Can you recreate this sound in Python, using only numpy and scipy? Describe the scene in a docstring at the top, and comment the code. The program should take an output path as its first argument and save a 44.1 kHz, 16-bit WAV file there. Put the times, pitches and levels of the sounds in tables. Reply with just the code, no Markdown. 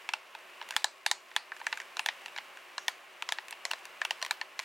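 """A plastic game controller is played beside a microphone in a small furnished room.
Over airy hiss and the rub of fingers, a thumbstick clacks back against its stop; like every contact,
it chatters for a millisecond or two and rings the hollow shell, and the room answers. Fingertips tap,
a stick clicks in, nails tick and cushioned buttons knock. At 0.76 s a hard press shoves the body, snaps
a switch and sets a spring sizzling; the switch snaps back. Presses, slides and releases run to 4.6 s."""
import sys
import numpy as np
from scipy import signal
from scipy.fft import rfft, irfft, next_fast_len
from scipy.io import wavfile
from scipy.ndimage import map_coordinates

SR = 44100
rng = np.random.default_rng(int(sys.argv[2]) if len(sys.argv) > 2 else 0)


def persist_wave(psi):
    """Save psi, clipped to +-1, as 16-bit WAV."""
    counts = np.round(np.clip(psi, -1, 1) * 32767).astype(np.int16)
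    wavfile.write(sys.argv[1], SR, np.atleast_2d(counts).T)


N = 204668


def amp(db):
    """Decibels to gain."""
    return 10 ** (np.asarray(db) / 20)


def unit(x):
    """Scale to rms 1."""
    return x / np.sqrt(np.mean(x ** 2) + 1e-20)


def along(points, hz):
    """Interpolate (frequency, value) points on a log axis."""
    knots_hz, values = np.transpose(points)
    return np.interp(np.log(hz + 1), np.log(knots_hz + 1), values)


def wobble(rate_hz):
    """Smooth random curve with rate_hz knots a second."""
    knots = rng.standard_normal(int(N * rate_hz / SR) + 4)
    return map_coordinates(knots, [np.arange(N) * rate_hz / SR])


def filtered(x, response):
    """Zero-phase filter of gain response(hz)."""
    length = x.shape[-1]
    size = next_fast_len(2 * length)
    return irfft(rfft(x, size) * response(np.fft.rfftfreq(size, 1 / SR)), size)[..., :length]


def causal(x, points):
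    """Minimum-phase filter through (Hz, dB) points: nothing precedes the attack."""
    size = 2 * len(x)
    cepstrum = irfft(np.log(amp(along(points, np.fft.rfftfreq(size, 1 / SR)))))
    cepstrum[1:size // 2] *= 2
    cepstrum[size // 2 + 1:] = 0
    return irfft(rfft(x, size) * np.exp(rfft(cepstrum)))[:len(x)]


def add(track, start_s, sound):
    """Mix a sound into a track."""
    span = track[..., round(start_s * SR):][..., :sound.shape[-1]]
    span += sound[..., :span.shape[-1]]


# Stereo width of diffuse sound: (frequency [Hz], side gain [dB])
WIDTH = [(40, -12), (130, -5), (350, -11), (700, -8), (1400, -9.5), (3000, -14.5), (7000, -14),
         (15000, -39)]


def diffuse(pair):
    """Two unrelated signals as mid and side of a narrow stereo image."""
    side = filtered(pair[1], lambda hz: amp(along(WIDTH, hz)))
    return np.array([pair[0] + side, pair[0] - side])


# Hiss spectrum: (frequency [Hz], relative density [dB])
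HISS_SPECTRUM = [(25, -43), (90, -27.5), (150, -19.5), (240, -14), (440, -6.5), (540, -1), (800, -0.5),
                 (1500, -0.5), (2850, 0.5), (3300, -7.5), (4600, -13.5), (7000, -18.5), (11000, -22),
                 (16000, -24.5)]
# Hiss swell: (time [s], relative level [dB])
HISS_SWELL = [(0.0, -51), (0.22, -54.5), (0.71, -50.5), (0.88, -56.5), (1.39, -55.5), (1.67, -52),
              (2.43, -51), (3.11, -53.5), (3.4, -52), (4.04, -51), (4.17, -51.5), (4.64, -54)]
# Humming bands: (centre [Hz], nominal width [Hz], level [dB])
HUM_BANDS = [(373, 25.5, -71), (629, 47, -72), (1084, 86, -64)]


def air(hiss_db=-0.5):
    """Room hiss swells and sinks a little over narrow humming bands."""
    hiss = filtered(rng.standard_normal((2, N)), lambda hz: amp(along(HISS_SPECTRUM, hz)))
    swell_db = np.interp(np.arange(N) / SR, *np.transpose(HISS_SWELL))
    hum = 0
    for centre_hz, width_hz, db in HUM_BANDS:
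        noise = rng.standard_normal((2, N))
        band = filtered(noise, lambda hz: 1 / (1 + ((hz - centre_hz) / width_hz * 1.22) ** 2))
        hum += amp(db) * unit(diffuse(band))
    return amp(swell_db + hiss_db) * unit(diffuse(hiss)) + hum


# Skin on plastic: (frequency [Hz], relative density [dB])
SKIN_SPECTRUM = [(200, -40), (700, -22), (2000, 5.5), (4500, -6), (8000, -9.5), (15000, -20.5)]
# Slides between buttons: (mid time [s], length [s], relative level [dB])
SLIDES = [(0.778, 0.14, -52), (1.332, 0.16, -59.5), (1.57, .06, -59), (1.73, 0.29, -54), (2.2, 0.5, -59),
          (2.85, 0.18, -58), (3.325, .2, -58), (3.734, .18, -58), (4.22, 0.39, -57.5), (4.63, 0.086, -49)]


def fingers(rub_db=-1, grain_db=3.5, grip_db=-64.5):
    """Skin catches and slips in fine grains; slides swell above the constant rub of the grip."""
    t = np.arange(N) / SR
    grains = rng.standard_normal((2, N)) * amp(grain_db * wobble(rate_hz=350))
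    rub = unit(diffuse(filtered(grains, lambda hz: amp(along(SKIN_SPECTRUM, hz)))))
    sliding = sum(amp(db) * np.exp(-(2 * (t - mid_s) / length_s) ** 2) for mid_s, length_s, db in SLIDES)
    return amp(rub_db) * rub * np.hypot(amp(grip_db), sliding)


def ring(t, hz, t60_s, attack_s):
    """One damped resonance at random phase."""
    return np.sin(2 * np.pi * (hz * t + rng.random())) * amp(-60 * t / t60_s) * (1 - np.exp(-t / attack_s))


# Casing modes: (frequency [Hz], relative level [dB], t60 [s])
CASING_MODES = [(698, -7, 0.037), (1004, -4.5, 0.049), (1360, -4, 0.014), (1639, 10.5, 0.015),
                (2288, -6, 0.03), (2753, -4, .013), (3645, -9.5, 0.015), (4030, -3.5, 0.0073),
                (4740, -12, 0.016), (5730, -1, 0.014), (7030, 9.5, 0.0066), (9280, -2.5, 0.0079),
                (10440, -15, 0.011), (10830, -6.5, 0.0049)]


def casing(t, scatter_db=0.5, detune=0.016, rebound_gain=1.13):
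    """A part strikes the casing twice; the grip shifts each mode's pitch and level."""
    modes = 0
    for hz, db, t60_s in CASING_MODES:
        gain = amp(db + rng.normal(0, scatter_db))
        modes += gain * ring(t, hz * rng.normal(1, detune), t60_s, attack_s=0.0001)
    delay_s = rng.uniform(0.000429, 0.000994)
    rebound = np.interp(t - delay_s, t, modes, left=0)
    return unit(modes + rebound_gain * rebound)


# Plastic on plastic: (frequency [Hz], relative density [dB])
CRACK_SPECTRUM = [(100, -41), (400, -23), (650, -2.5), (1700, 5), (4000, -1.5), (7500, 2), (9500, -3),
                  (12500, -10.5), (16000, -16.5)]


def impact(t, shell_hz, button_hz, cavity_hz, cavity_db, button_db, low_cut_hz):
    """Chatter and a buzz of loose parts, with the casing's ring and three local resonances."""
    chatter_s, buzz_db, buzz_t60_s = 0.0017, -13, 0.054
    chatter = rng.standard_normal(len(t)) * np.exp(-(t / chatter_s) ** 4)
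    buzz = rng.standard_normal(len(t)) * amp(buzz_db - 60 * t / buzz_t60_s)
    crack = amp(-1) * unit(causal(chatter + buzz, CRACK_SPECTRUM))
    modes = casing(t)
    cavity = amp(cavity_db) * unit(ring(t, cavity_hz, t60_s=0.016, attack_s=0.0018))
    shell = amp(1) * unit(ring(t, shell_hz, t60_s=0.018, attack_s=0.00065))
    button = amp(button_db) * unit(ring(t, button_hz, t60_s=0.0093, attack_s=0.00032))
    # A small shell radiates almost no bass.
    low_cut = signal.butter(4, low_cut_hz, "highpass", fs=SR, output="sos")
    return signal.sosfilt(low_cut, crack + modes + cavity + shell + button)


# Six click bands, hollow, knock, clack, snap, tick, fizz: (edge [Hz])
BAND_EDGES_HZ = [550, 1200, 2200, 3300, 5500, 9000, 15500]


def equalised(click, bands_db, window_s=0.01):
    """Bring each band's energy, averaged over window_s, towards its level."""
    edges_hz = np.array(BAND_EDGES_HZ)
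    centres_hz = np.sqrt(edges_hz[1:] * edges_hz[:-1])
    hz = np.fft.rfftfreq(len(click), 1 / SR)
    for _ in range(2):
        energy = np.histogram(hz, edges_hz, weights=abs(rfft(click)) ** 2)[0] * 2 / len(click)
        gain_db = bands_db - 10 * np.log10(energy / (SR * window_s))
        click = causal(click, np.c_[centres_hz, gain_db])
    return click


# Bite, the extra treble of a harder touch: (share per band [ratio])
BITE_SHARE = [0.012, 0, 0.25, 0.26, 0.72, 1]
# Controller position: (time [s], left minus right [dB])
PAN = [(0, -1.3), (.8, -0.5), (1.25, -0.5), (2, -0.5), (3.2, 0), (3.7, 1), (4.64, -0.5)]


# Every *_HITS table: (time [s], strength [dB], bite [dB], shell [Hz], button [Hz])
# Every *_RING table: (cavity [Hz], cavity [dB], button [dB], low cut [Hz], six band offsets [dB])
def contacts(hits, voicing, side_db=-23, broad_send_db=-1, front_send_db=-6):
    """One kind of contact as three tracks: left, right and room send."""
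    tracks, t = np.zeros((3, N)), np.arange(1024) / SR
    *ringing, tone_db = voicing
    # Summed over all directions, the resonances partly blur into one broad tap.
    tap = causal(signal.unit_impulse(len(t)), CRACK_SPECTRUM)
    for start_s, strength_db, bite_db, shell_hz, button_hz in hits:
        bands_db = strength_db + np.array(tone_db) + bite_db * np.array(BITE_SHARE)
        front = equalised(impact(t, shell_hz, button_hz, *ringing), bands_db)
        broad = equalised(tap, bands_db)
        send = amp(broad_send_db) * broad + amp(front_send_db) * front
        # Left and right see different faces of the shell.
        side = amp(side_db) * rng.choice([-1, 1]) * broad
        lean_db = np.interp(start_s, *np.transpose(PAN)) / 2
        add(tracks, start_s, np.array([amp(lean_db) * front + side, amp(-lean_db) * front - side, send]))
    return tracks


# Stick returns; columns as at contacts()
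CLACK_HITS = [(0.09, -33, -2.5, 1680, 2660), (0.1361, -29.5, -2, 1440, 2740), (1.9937, -31, 1, 1760, 2680),
              (2.2598, -41.5, 0.5, 1900, 2690), (2.2819, -48, -5, 1720, 2650),
              (3.2233, -35.5, -0.5, 1410, 2390), (3.5262, -40, -6, 1780, 2660),
              (3.7128, -33, 4.5, 1520, 2790), (4.0503, -33, 4, 1490, 2750), (4.1083, -30, 0, 1890, 2870),
              (4.598, -39.5, 2, 1550, 2410)]
CLACK_RING = (910, -4, -6, 630, [-6, -5.5, 0.1, -7, -13, -19.8])


def stick_clacks():
    """A stick springs back against its stop."""
    return contacts(CLACK_HITS, CLACK_RING)


# Room decay: (frequency [Hz], t60 [s])
ROOM_DECAY = [(200, 0.77), (1000, 0.19), (3000, 0.19), (7000, 0.28), (15000, 0.11)]
# Room colour: (frequency [Hz], relative level [dB])
ROOM_TONE = [(200, -1), (900, 2.5), (2000, 3), (4000, 1.5), (6500, -1), (9500, 1), (15000, 1)]


def room(send, room_db=-17, build_s=0.0016):
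    """Diffuse reflections, drawn anew every third of a second as the controller moves about."""
    wet, step = np.zeros((2, N)), SR // 3
    for start in range(0, N, step):
        hz, t, noise = signal.stft(rng.standard_normal((2, step)), SR, nperseg=256)
        decay = amp(along(ROOM_TONE, hz)[:, None] - 60 * t / along(ROOM_DECAY, hz)[:, None])
        onset = 1 - np.exp(-t / build_s)
        tail = diffuse(signal.istft(noise * decay * onset, SR, nperseg=256)[1])
        tail /= np.linalg.norm(tail[0])
        add(wet, start / SR, signal.fftconvolve(send[None, start:start + step], tail, axes=1))
    return amp(room_db) * wet


# Fingertip landings; columns as at contacts()
TAP_HITS = [(0.3502, -44, 7, 1530, 2520), (0.3885, -59, 17, 1820, 2520), (0.614, -41.5, 1, 1660, 3020),
            (1.6147, -42, -20, 1810, 2330)]
TAP_RING = (900, 1.8, -4, 810, [-0.2, -3.5, -4.5, -8.5, -24, -31])


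def fingertip_taps():
    """A soft fingertip lands on the casing."""
    return contacts(TAP_HITS, TAP_RING)


# Stick presses; columns as at contacts()
STICK_HITS = [(0.6255, -50, -8.6, 2090, 3230), (1.9691, -41.3, 1.5, 1510, 4000),
              (2.7808, -36.5, -4.3, 1710, 4060), (3.2896, -37, 0.5, 1920, 3250),
              (3.6523, -37.5, 6.5, 1980, 4130), (3.709, -46, -10, 1740, 4350),
              (3.7342, -37.5, -10, 1740, 4090), (4.226, -36, 2.8, 1800, 4210),
              (4.592, -37.5, 1.5, 2020, 4250)]
STICK_RING = (1084, -10.5, -8, 590, [-2, -1.2, -4, 0, -6, -18.5])


def stick_clicks():
    """A thumbstick is pushed in."""
    return contacts(STICK_HITS, STICK_RING)


# Light touches; columns as at contacts()
TICK_HITS = [(0.6887, -53, 2, 1920, 2610), (0.7077, -41.5, -2.3, 1550, 2760),
             (3.4834, -52.5, 1, 1740, 2690), (3.5085, -53.5, 9.4, 1520, 2300),
             (3.8537, -50.5, 1.5, 1730, 2710), (4.216, -44.5, -9, 1520, 3000),
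             (4.2489, -42.2, -4.5, 1950, 2540), (4.263, -43.5, -7, 1940, 3080)]
TICK_RING = (1023, -4, -7, 640, [-2, -1.3, 1.5, -1, -3.5, -6])


def nail_ticks():
    """A nail or a loose part ticks on the plastic."""
    return contacts(TICK_HITS, TICK_RING)


# Cushioned presses; columns as at contacts()
KNOCK_HITS = [(0.723, -46.5, 1.2, 1580, 2280), (0.7388, -47.9, 1, 1850, 2370),
              (1.5188, -37.5, -22, 1730, 2420), (1.5652, -51.5, 5.3, 1680, 2520),
              (1.601, -50.5, -0.3, 1550, 2730), (1.6673, -30.5, 3.5, 1726, 2290),
              (1.7739, -42.5, 8.5, 1630, 2260), (1.8012, -41, 5.5, 1780, 3140), (1.817, -49, 6, 1560, 2280),
              (2.572, -50, 4.5, 1590, 2730), (4.0159, -30, -5.5, 1770, 2430)]
KNOCK_RING = (940, -9, -6.5, 510, [-9.5, 1.3, -5.5, -12.5, -14, -27.5])


def button_knocks():
    """A cushioned button bottoms out and rings mainly the shell."""
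    return contacts(KNOCK_HITS, KNOCK_RING)


# Hard presses: (time [s], relative peak [dB])
SHOVES = [(0.764, -42), (0.844, -61), (1.1140, -54), (1.365, -59), (1.9952, -56), (3.322, -66),
          (4.3113, -68)]


def shoves(push_s=0.00057, lean_db=0.6):
    """The shoved body pushes out one soft low thump, slightly louder on the left."""
    t = np.arange(N) / SR
    pulses = sum(amp(db) * np.exp(-((t - peak_s) / push_s) ** 2) for peak_s, db in SHOVES)
    return amp([[lean_db], [-lean_db]]) * pulses


# Switch presses; columns as at contacts()
SNAP_HITS = [(0.7645, -28.5, 1, 1726, 3450), (1.063, -28.5, -1, 1706, 3800),
             (1.3635, -28.5, -2.5, 1730, 3410), (2.061, -32, -0.5, 1790, 3500),
             (2.8815, -30, 0, 1850, 3500), (3.3221, -32, -1.5, 1770, 3590), (4.3097, -30, -2.5, 1710, 4030)]
SNAP_RING = (868, -4, -6, 570, [-5.5, -0.8, -2.5, -0.5, -7, -12])


def switch_snaps():
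    """A button is pressed until its switch snaps."""
    return contacts(SNAP_HITS, SNAP_RING)


# Shaken springs and stick stems: (time [s], centre [Hz], level [dB], t60 [s])
SIZZLES = [(0.767, 4170, -51, 0.28), (1.064, 4130, -43, 0.19), (1.065, 9600, -53, 0.21),
           (1.364, 4340, -50, 0.27), (1.996, 9200, -56, .35), (2.783, 6000, -57, 0.46),
           (3.291, 6400, -56, 0.23), (3.654, 6300, -57, 0.47), (4.311, 14000, -60, .25)]


def spring_sizzles(spread=0.16):
    """The many close modes of a shaken spring merge into a fading noise band."""
    track, t = np.zeros(N), np.arange(SR // 5) / SR
    for start_s, centre_hz, db, t60_s in SIZZLES:
        noise = rng.standard_normal(len(t))
        band = filtered(noise, lambda hz: 1 / (1 + ((hz / centre_hz - 1) / spread) ** 4))
        add(track, start_s, amp(db - 60 * t / t60_s) * unit(band))
    return track


# Switch returns; columns as at contacts()
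SNAPBACK_HITS = [(0.8434, -28, -1, 1760, 3935), (1.1135, -29.5, 1.8, 1850, 3850)]
SNAPBACK_RING = (857, -4.5, -3, 590, [-4.5, -1.3, -7, 1.1, -2.5, -15])


def switch_snapbacks():
    """The switch snaps back, thinner and brighter."""
    return contacts(SNAPBACK_HITS, SNAPBACK_RING)


# Cushioned returns; columns as at contacts()
RELEASE_HITS = [(1.3148, -52.5, -7, 1830, 2300), (1.7273, -33.5, 1, 1820, 2730),
                (1.7306, -36.5, -18, 1770, 2800), (2.0873, -31, 4.5, 1870, 2450),
                (2.3626, -42, 2, 1680, 2380), (2.3775, -45, 10.8, 1700, 2370),
                (2.3844, -38.5, -1.9, 2060, 2890), (3.3855, -36.8, -8.5, 1910, 2780),
                (4.4135, -35, 1.5, 1820, 2780)]
RELEASE_RING = (877, -5, -7, 630, [-6, -0.1, -3.5, -5, -17.5, -30.5])


def button_releases():
    """A cushioned button is let go and rises into its seat."""
    return contacts(RELEASE_HITS, RELEASE_RING)


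def scene():
    """The controller close up, the room behind it."""
    clicks = stick_clacks() + fingertip_taps() + stick_clicks() + nail_ticks()
    clicks += button_knocks() + switch_snaps() + switch_snapbacks() + button_releases()
    near, send = clicks[:2], clicks[2]
    return air() + fingers() + near + room(send) + shoves() + spring_sizzles()


def record(dry):
    """Steep low-pass at the top of the treble."""
    top_hz = 16100
    return filtered(dry, lambda hz: 1 / (1 + (hz / top_hz) ** 160))


dry = scene()
out = record(dry)
persist_wave(out)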